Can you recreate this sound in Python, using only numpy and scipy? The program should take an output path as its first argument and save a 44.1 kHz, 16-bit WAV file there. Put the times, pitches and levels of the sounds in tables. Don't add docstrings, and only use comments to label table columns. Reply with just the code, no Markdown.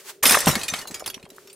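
import sys
import numpy as np
from scipy import signal
from scipy.fft import rfft, irfft
from scipy.io import wavfile
from scipy.ndimage import uniform_filter1d

SR = 44100
rng = np.random.default_rng(int(sys.argv[2]) if len(sys.argv) > 2 else 0)


def int16_out(signal):
    q = np.round(np.clip(np.atleast_2d(signal).T, -1, 1) * 32767)
    wavfile.write(sys.argv[1], SR, q.astype(np.int16))


def ratio(d):
    e = np.asarray(d, float) / 20
    return 10 ** e


N = 68355


def read(points, hz):
    f, value = np.transpose(points)
    return np.interp(np.log(hz + 1), np.log(f + 1), value)


def evened(x):
    return x / np.sqrt(np.mean(x ** 2) + 1e-20)


def add(mix, s, sound):
    part = mix[round(s * SR):][:len(sound)]
    part += sound[:len(part)]


def coloured(x, points):
    n = x.shape[-1]
    gain = ratio(read(points, np.fft.rfftfreq(n, 1 / SR)))
    return irfft(rfft(x) * gain, n)


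def level(curve):
    s, db = np.transpose(curve)
    return ratio(np.interp(np.arange(N) / SR, s, db, left=-120, right=-120))


def smoothed(x, size):
    return uniform_filter1d(uniform_filter1d(x, size=size, axis=0), size=size, axis=0)


def hiss(points):
    # frequency in Hz, level of the differing part in dB
    apart = [(40, -13), (200, -10.5), (700, -11), (8000, -3.5), (15000, -2.5)]
    middle, side = rng.standard_normal((2, N))
    side = coloured(side, apart)
    return evened(coloured(np.array([middle + side, middle - side]), points))


def ring(hz, db, t60, seconds=.25):
    t = np.arange(0, seconds, 1 / SR)[:, None]
    fading = ratio(db - 60 * t / np.maximum(t60, .004))
    return (fading * np.sin(2 * np.pi * hz * t)).sum(1)


def hum():
    # frequency in Hz, width of the waver in Hz, level in dB
    hum_tones = [
        (379, 24, -60.5),
        (409, 54, -60),
    ]
    out = np.zeros(N)
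    for hz, width, db in hum_tones:
        r = np.exp(-np.pi * width / SR)
        drift_filter = np.convolve([1, -r], [1, -r])
        slow = signal.lfilter([1], drift_filter, rng.standard_normal((2, N + 4000)))[:, 4000:]
        turning = np.exp(2j * np.pi * hz * np.arange(N) / SR)
        tone = ((slow[0] + 1j * slow[1]) * turning).real
        out += ratio(db) * evened(tone)
    return out


def room_air():
    # frequency in Hz, level in dB per Hz
    air_colour = [(25, -8), (150, 19), (600, 24), (1200, -30), (3000, -2), (16000, -26)]
    return ratio(-62.5) * hiss(air_colour)


def wrapping():
    # time in seconds, level in dB
    swish_before = [(0, -45), (.03, -51.5), (.07, -41.5), (.1, -33.5), (.125, -50), (.16, -57), (.22, -70)]
    # time in seconds, level in dB
    swish_after = [(1.3, -61), (1.4, -54), (1.55, -59)]
    # frequency in Hz, level in dB per Hz
    swish_colour = [(300, -15), (700, -1.5), (1400, 0.5), (3500, -2), (7000, -2), (12000, -6.5),
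                    (16000, -1)]
    return (level(swish_before) + level(swish_after)) * hiss(swish_colour)


def rumble():
    # time in seconds, level in dB
    slide_level = [(.228, -47), (.25, -52), (.40, -45.5), (.55, -33.5), (.65, -45.5), (1.05, -52),
                   (1.55, -67.5)]
    # frequency in Hz, level in dB per Hz
    slide_colour = [(30, 14), (80, 2), (600, 4.5), (1300, -4), (3000, -18.5)]
    return level(slide_level) * hiss(slide_colour)


def shower():
    # time in seconds, level in dB
    shower_level = [(.226, -39), (.232, -27), (.33, -22), (.38, -31.5), (.465, -37), (.477, -25.5),
                    (.505, -30), (.54, -34.5), (.62, -42.5), (.68, -47), (.76, -38), (.82, -44),
                    (.865, -60.5), (.96, -47.5), (1.03, -60), (1.09, -67), (1.17, -63), (1.25, -74)]
    # frequency in Hz, level in dB per Hz
    shower_colour = [(88, -47), (150, -4.5), (1210, 6.5), (2550, -2.5), (10300, -5.5), (15600, -22),
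                     (16500, -47)]
    splinters_per_s, spread_db, splinter_db, grit_db = 4000, 3, -2, 0
    lands = rng.random(N) < splinters_per_s / SR
    size = ratio(spread_db * np.minimum(rng.exponential(1, N), 4)) * lands
    kind = rng.integers(0, 60, N)
    out = np.zeros((2, N))
    for k, (pitch, length, place) in enumerate(rng.random((60, 3))):
        hz = 1800 + 14000 * pitch ** 1.2
        splinter = ring(hz, read(shower_colour, hz), 0.008 + 0.03 * length, seconds=.08)
        landings = signal.oaconvolve(size * (kind == k), splinter)[:N]
        out += landings * np.array([[1.23 + 0.2 * place], [1.3 - 0.26 * place]])
    grit = hiss(shower_colour)
    return level(shower_level) * (ratio(splinter_db) * evened(out) + ratio(grit_db) * grit)


def knock(db, hz, cycles):
    octaves, puff_db = 0.7, -1
    t = np.arange(8192) / SR
    f = np.fft.rfftfreq(len(t), 1 / SR) + 1
    near_hz = np.exp(-.5 * (np.log2(f / hz) / octaves) ** 2)
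    puff = evened(irfft(rfft(rng.standard_normal(len(t))) * near_hz))
    fading = ratio(-60 * t * hz / np.maximum(cycles, 2))
    shape = fading * np.minimum(t * hz * 2, 1)
    return ratio(db) * shape * (ratio(puff_db) * puff - np.sin(2 * np.pi * hz * t))


def floor_knocks():
    # start in seconds, peak in dB, centre frequency in Hz, cycles to die away
    knock_events = [(0.238, -17, 1160, 42), (0.2557, -28.5, 262, 44), (0.273, -34, 268, 3),
                    (0.309, -26, 235, 22), (0.295, -13.5, 2470, 25), (0.2551, -22, 2930, 60),
                    (0.2559, -21.5, 2560, 63), (0.286, -33, 830, 12), (0.31, -9, 1530, 15),
                    (.322, -19.5, 1930, 20), (.33, -20.5, 1700, 29), (.3425, -14.5, 940, 9.6),
                    (.345, -11, 1770, 34.5), (0.35, -10.5, 1275, 29), (0.343, -30, 65, 4.3),
                    (0.3702, -16.5, 590, 15.4), (0.373, -17, 1330, 19.7), (0.389, -26.5, 3060, 27),
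                    (.405, -21, 3600, 22), (0.431, -28, 1150, 15), (0.55, -34, 224, 4.8),
                    (0.564, -27, 229, 13.5), (0.724, -32.5, 166, 7.7), (0.737, -21, 770, 15),
                    (0.8549, -32.5, 900, 15), (.904, -24.5, 288, 4.5), (0.916, -26, 229, 3.3),
                    (.938, -46, 300, 3), (1.005, -35.5, 755, 31), (1.023, -27.5, 523, 7),
                    (1.06, -31.5, 880, 12), (1.169, -35, 270, 6.7), (1.178, -35, 1040, 10.5),
                    (1.238, -39.5, 143, 4.6), (1.264, -39.5, 720, 9.6), (1.318, -36.5, 295, 5.9),
                    (1.383, -35.5, 1240, 8.7), (1.447, -47, 150, 5.3)]
    out = np.zeros(N)
    for s, db, hz, cycles in knock_events:
        add(out, s, knock(db, hz, cycles))
    return out


def thud():
    # delay after the blow in seconds, level in dB, centre frequency in Hz, cycles to die away
    thud_bounces = [(0, -2.5, 452, 5.3), (.001, -14.5, 1500, 25), (.0045, -10, 410, 7.7),
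                    (.005, -13.5, 705, 12), (.0135, -16.5, 135, 14.6), (.012, -7, 740, 4.9),
                    (.022, -27, 500, 6), (.021, -16, 700, 11), (.022, -24, 1030, 10)]
    db, hz, t60 = -11.5, 126.3, 0.088
    sharp_share, sag_s = 1, 0.0097
    t = np.arange(0, .3, 1 / SR)
    turns = np.cumsum(hz * (1 + sharp_share * np.exp(-t / sag_s))) / SR
    out = -ratio(db - 60 * t / t60) * np.sin(2 * np.pi * turns)
    for later, bounce_db, bounce_hz, cycles in thud_bounces:
        add(out, later, knock(bounce_db, bounce_hz, cycles))
    return out


def lone_rings():
    # start in seconds, level in dB, frequency in Hz, time to lose 60 dB in seconds
    ring_events = [(.2328, -17, 11670, 0.15), (.234, -19.5, 8550, 0.046), (.349, -15.5, 12100, 0.033),
                   (.404, -26, 7580, 0.028), (.4588, -24, 8110, 0.079), (0.514, -30.5, 3880, 0.19),
                   (0.579, -41, 6000, 0.2), (.633, -31.5, 2474, 0.067), (0.632, -33, 4700, 0.083),
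                   (0.701, -23.5, 6100, 0.055), (0.788, -31.5, 4420, .04), (.686, -38, 3657, 0.23),
                   (.745, -34, 2263, 0.11), (.853, -50, 4146, 0.2), (.877, -42, 4110, .12),
                   (.945, -47.5, 2280, 0.33), (.945, -31, 6740, 0.067), (1.003, -38, 6830, 0.045),
                   (1.063, -31, 14000, .05), (1.076, -36, 7560, 0.056), (1.529, -43.5, 9120, 0.084),
                   (1.529, -52, 15100, 0.093)]
    out = np.zeros(N)
    for s, db, hz, t60 in ring_events:
        add(out, s, ring(hz, db, t60))
    return out


def clink(db, hz, tilt_db, t60, rise):
    cluster_db, crack_db, crack_t60, lumps_db, ring_db = -10.5, -4, 0.017, 5, -9
    pitch, softness, length = rng.random((3, 30))
    f = 2400 + 12300 * pitch ** 1.2
    tilt = tilt_db * np.log2(np.maximum(f, 4000) / 5000)
    cluster = ring(f, cluster_db + tilt - 10 * softness, t60 * (0.3 + .6 * length ** 2))
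    t = np.arange(len(cluster)) / SR
    noise = rng.standard_normal(len(t))
    noise = coloured(noise, [(900, -1.5), (2500, -tilt_db), (16000, 1.39 * tilt_db + 3)])
    lumps = [(1500 * k, lumps_db * d) for k, d in enumerate(rng.standard_normal(11), 1)]
    noise = coloured(noise, lumps)
    crack = evened(noise) * ratio(crack_db - 60 * t / (crack_t60 + 0.6 * t60))
    strong = ring(hz, ring_db, 1.42 * t60)
    return ratio(db - 8.5) * np.minimum(t / rise, 1) * (cluster + crack + strong)


def clinks(events, t60, rise):
    out = np.zeros(N)
    for s, db, hz, tilt_db in events:
        add(out, s, clink(db, hz, tilt_db, t60, rise))
    return out


def settling_chips():
    # start in seconds, peak in dB, loudest ring in Hz, tilt in dB per octave
    chip_events = [(.4585, -12, 12300, 1), (.5535, -5.5, 2200, -9.5), (.685, -14.5, 1878, -6),
                   (.7367, -9, 3100, -7.5), (.6575, -41, 9800, 8), (.778, -42, 10600, -2),
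                   (1.0412, -30, 4240, -13), (1.0995, -18.5, 3350, -5.5), (1.134, -35, 2560, -20),
                   (1.1421, -19.5, 5800, -5.5), (1.16, -42, 6900, -3), (1.196, -41.5, 3860, -12),
                   (1.2272, -32, 4190, -7.5), (1.244, -44, 10800, -9), (1.2525, -34.5, 3200, -12),
                   (1.29, -44, 8000, 4), (1.3015, -31.5, 3950, 1.5), (1.33, -47, 4470, -3),
                   (1.3465, -43.5, 4360, -2), (1.362, -38, 9800, 4.5), (1.5284, -33.5, 9120, 1)]
    return clinks(chip_events, t60=0.047, rise=0.0013)


def skidding_shards():
    # start in seconds, peak in dB, loudest ring in Hz, tilt in dB per octave
    skid_events = [(0.6123, -19.5, 4140, -6.5), (0.763, -22.5, 6200, -6), (0.7877, -22, 4600, -3),
                   (0.8718, -23.5, 6600, 0), (0.8784, -27, 4080, 1), (0.9093, -25, 7880, -1),
                   (0.9947, -26, 5360, -0.5), (1.075, -17, 4510, -3), (1.4716, -34, 5480, -3.5),
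                   (1.498, -35, 4640, -6.5)]
    return clinks(skid_events, t60=0.089, rise=0.0023)


def bouncing_shards():
    # start in seconds, peak in dB, loudest ring in Hz, tilt in dB per octave
    shard_events = [(.471, -9.5, 5610, -7), (.476, -12.5, 5630, 0), (.483, -14.5, 11400, 7),
                    (.496, -13, 5500, -4), (.5115, -15.5, 6880, 0), (.592, -23.5, 3820, -3.5),
                    (.6325, -16.5, 10480, -3), (.681, -14, 7200, -7), (.8139, -25.5, 2920, -5.5),
                    (.9425, -20.5, 4930, -3), (1.0605, -16, 9960, -3.5)]
    return clinks(shard_events, t60=0.11, rise=0.00099)


def breaking_cracks():
    # start in seconds, peak in dB, loudest ring in Hz, tilt in dB per octave
    crack_events = [(.228, -7.5, 6370, -6.5), (.233, -9, 12200, 4.5), (.255, -3.5, 3030, -16),
                    (.264, -4.5, 6370, 5), (.277, -10.5, 3400, 7), (.294, -1.5, 2440, 0),
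                    (.308, -4, 8840, 5), (.320, -3.5, 10140, -1.5), (.332, -8, 6200, -2.5),
                    (.348, -10, 3920, -0.5), (.387, -10.5, 5270, 2.5), (.404, -11.5, 7670, 1.5)]
    return clinks(crack_events, t60=0.07, rise=0.0013)


def plate(blow_db):
    # frequency in Hz, level in dB
    plate_tones = [(3517, -13.5), (5152, -5), (5744, -14), (6366, -10), (6968, -14), (7622, -30),
                   (8332, -11.5), (8469, -26), (8985, -11), (9591, -13), (10070, -12), (10982, -6),
                   (12100, -12), (13368, -11)]
    flutter_db, t60_at_5000_hz, dulling = 4.5, 0.41, 0.49
    hz, db = np.transpose(plate_tones)
    flicker = evened(smoothed(rng.standard_normal((SR // 2, len(hz))), 300))
    t60 = t60_at_5000_hz * (5000 / hz) ** dulling
    return ring(hz, db + blow_db + flutter_db * flicker, t60, seconds=.5)


def ringing_plate():
    # start in seconds, level in dB
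    plate_blows = [
        (.2548, -14.5),
        (.2942, -32.5),
        (0.31, -29.5),
        (0.3483, -25.5),
    ]
    out = np.zeros(N)
    for s, blow_db in plate_blows:
        add(out, s, plate(blow_db))
    return out


def glass():
    out = floor_knocks() + lone_rings() + settling_chips() + skidding_shards()
    out += bouncing_shards() + breaking_cracks() + ringing_plate()
    add(out, .4702, thud())
    return out


def room(x):
    # frequency in Hz, time to lose 60 dB in seconds
    echo_t60 = [(100, 0.096), (1000, 0.057), (5000, 0.11), (15000, 0.062)]
    at = np.arange(120, 16000, 20) + rng.integers(0, 20, (2, 794))
    echoes = np.zeros((2, 16384))
    np.put_along_axis(echoes, at, rng.choice([-1., 1.], at.shape), 1)
    hz, t, z = signal.stft(echoes, SR, nperseg=256)
    fading = ratio(-60 * t / read(echo_t60, hz)[:, None])
    tail = signal.istft(z * fading, SR, nperseg=256)[1]
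    tail = tail / np.linalg.norm(tail[0])
    return ratio(-14) * signal.fftconvolve(x[None], tail, axes=1)[:, :N]


def widened(x):
    # frequency in Hz, level of the left-right difference in dB
    side_level = [(100, -23), (500, -15), (4000, -14), (13000, -6.5)]
    smear = rng.standard_normal(200) * ratio(-np.arange(200) * .1)
    smeared = np.convolve(x, smear / np.linalg.norm(smear))[:N]
    place = evened(smoothed(rng.standard_normal(N), 600))
    side = place * coloured(smeared, side_level)
    return np.array([x + side, x - side])


def scene():
    background = hum() + room_air() + wrapping() + rumble()
    hits = glass()
    return background + shower() + room(hits) + widened(hits)


def top_cut(x):
    return signal.sosfilt(signal.butter(12, 17010, fs=SR, output="sos"), x)


def record(dry):
    # frequency in Hz, microphone gain in dB
    mic_colour = [(25, -17), (70, -1), (10000, 1), (14000, -1.5), (16000, -9)]
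    limited = np.tanh(coloured(dry, mic_colour) / 0.98) * 1.205
    low_pass = signal.firwin(255, 15950, fs=SR)
    edged = signal.oaconvolve(limited, low_pass[None], "same")
    return top_cut(edged)


dry = scene()
out = record(dry)
int16_out(out)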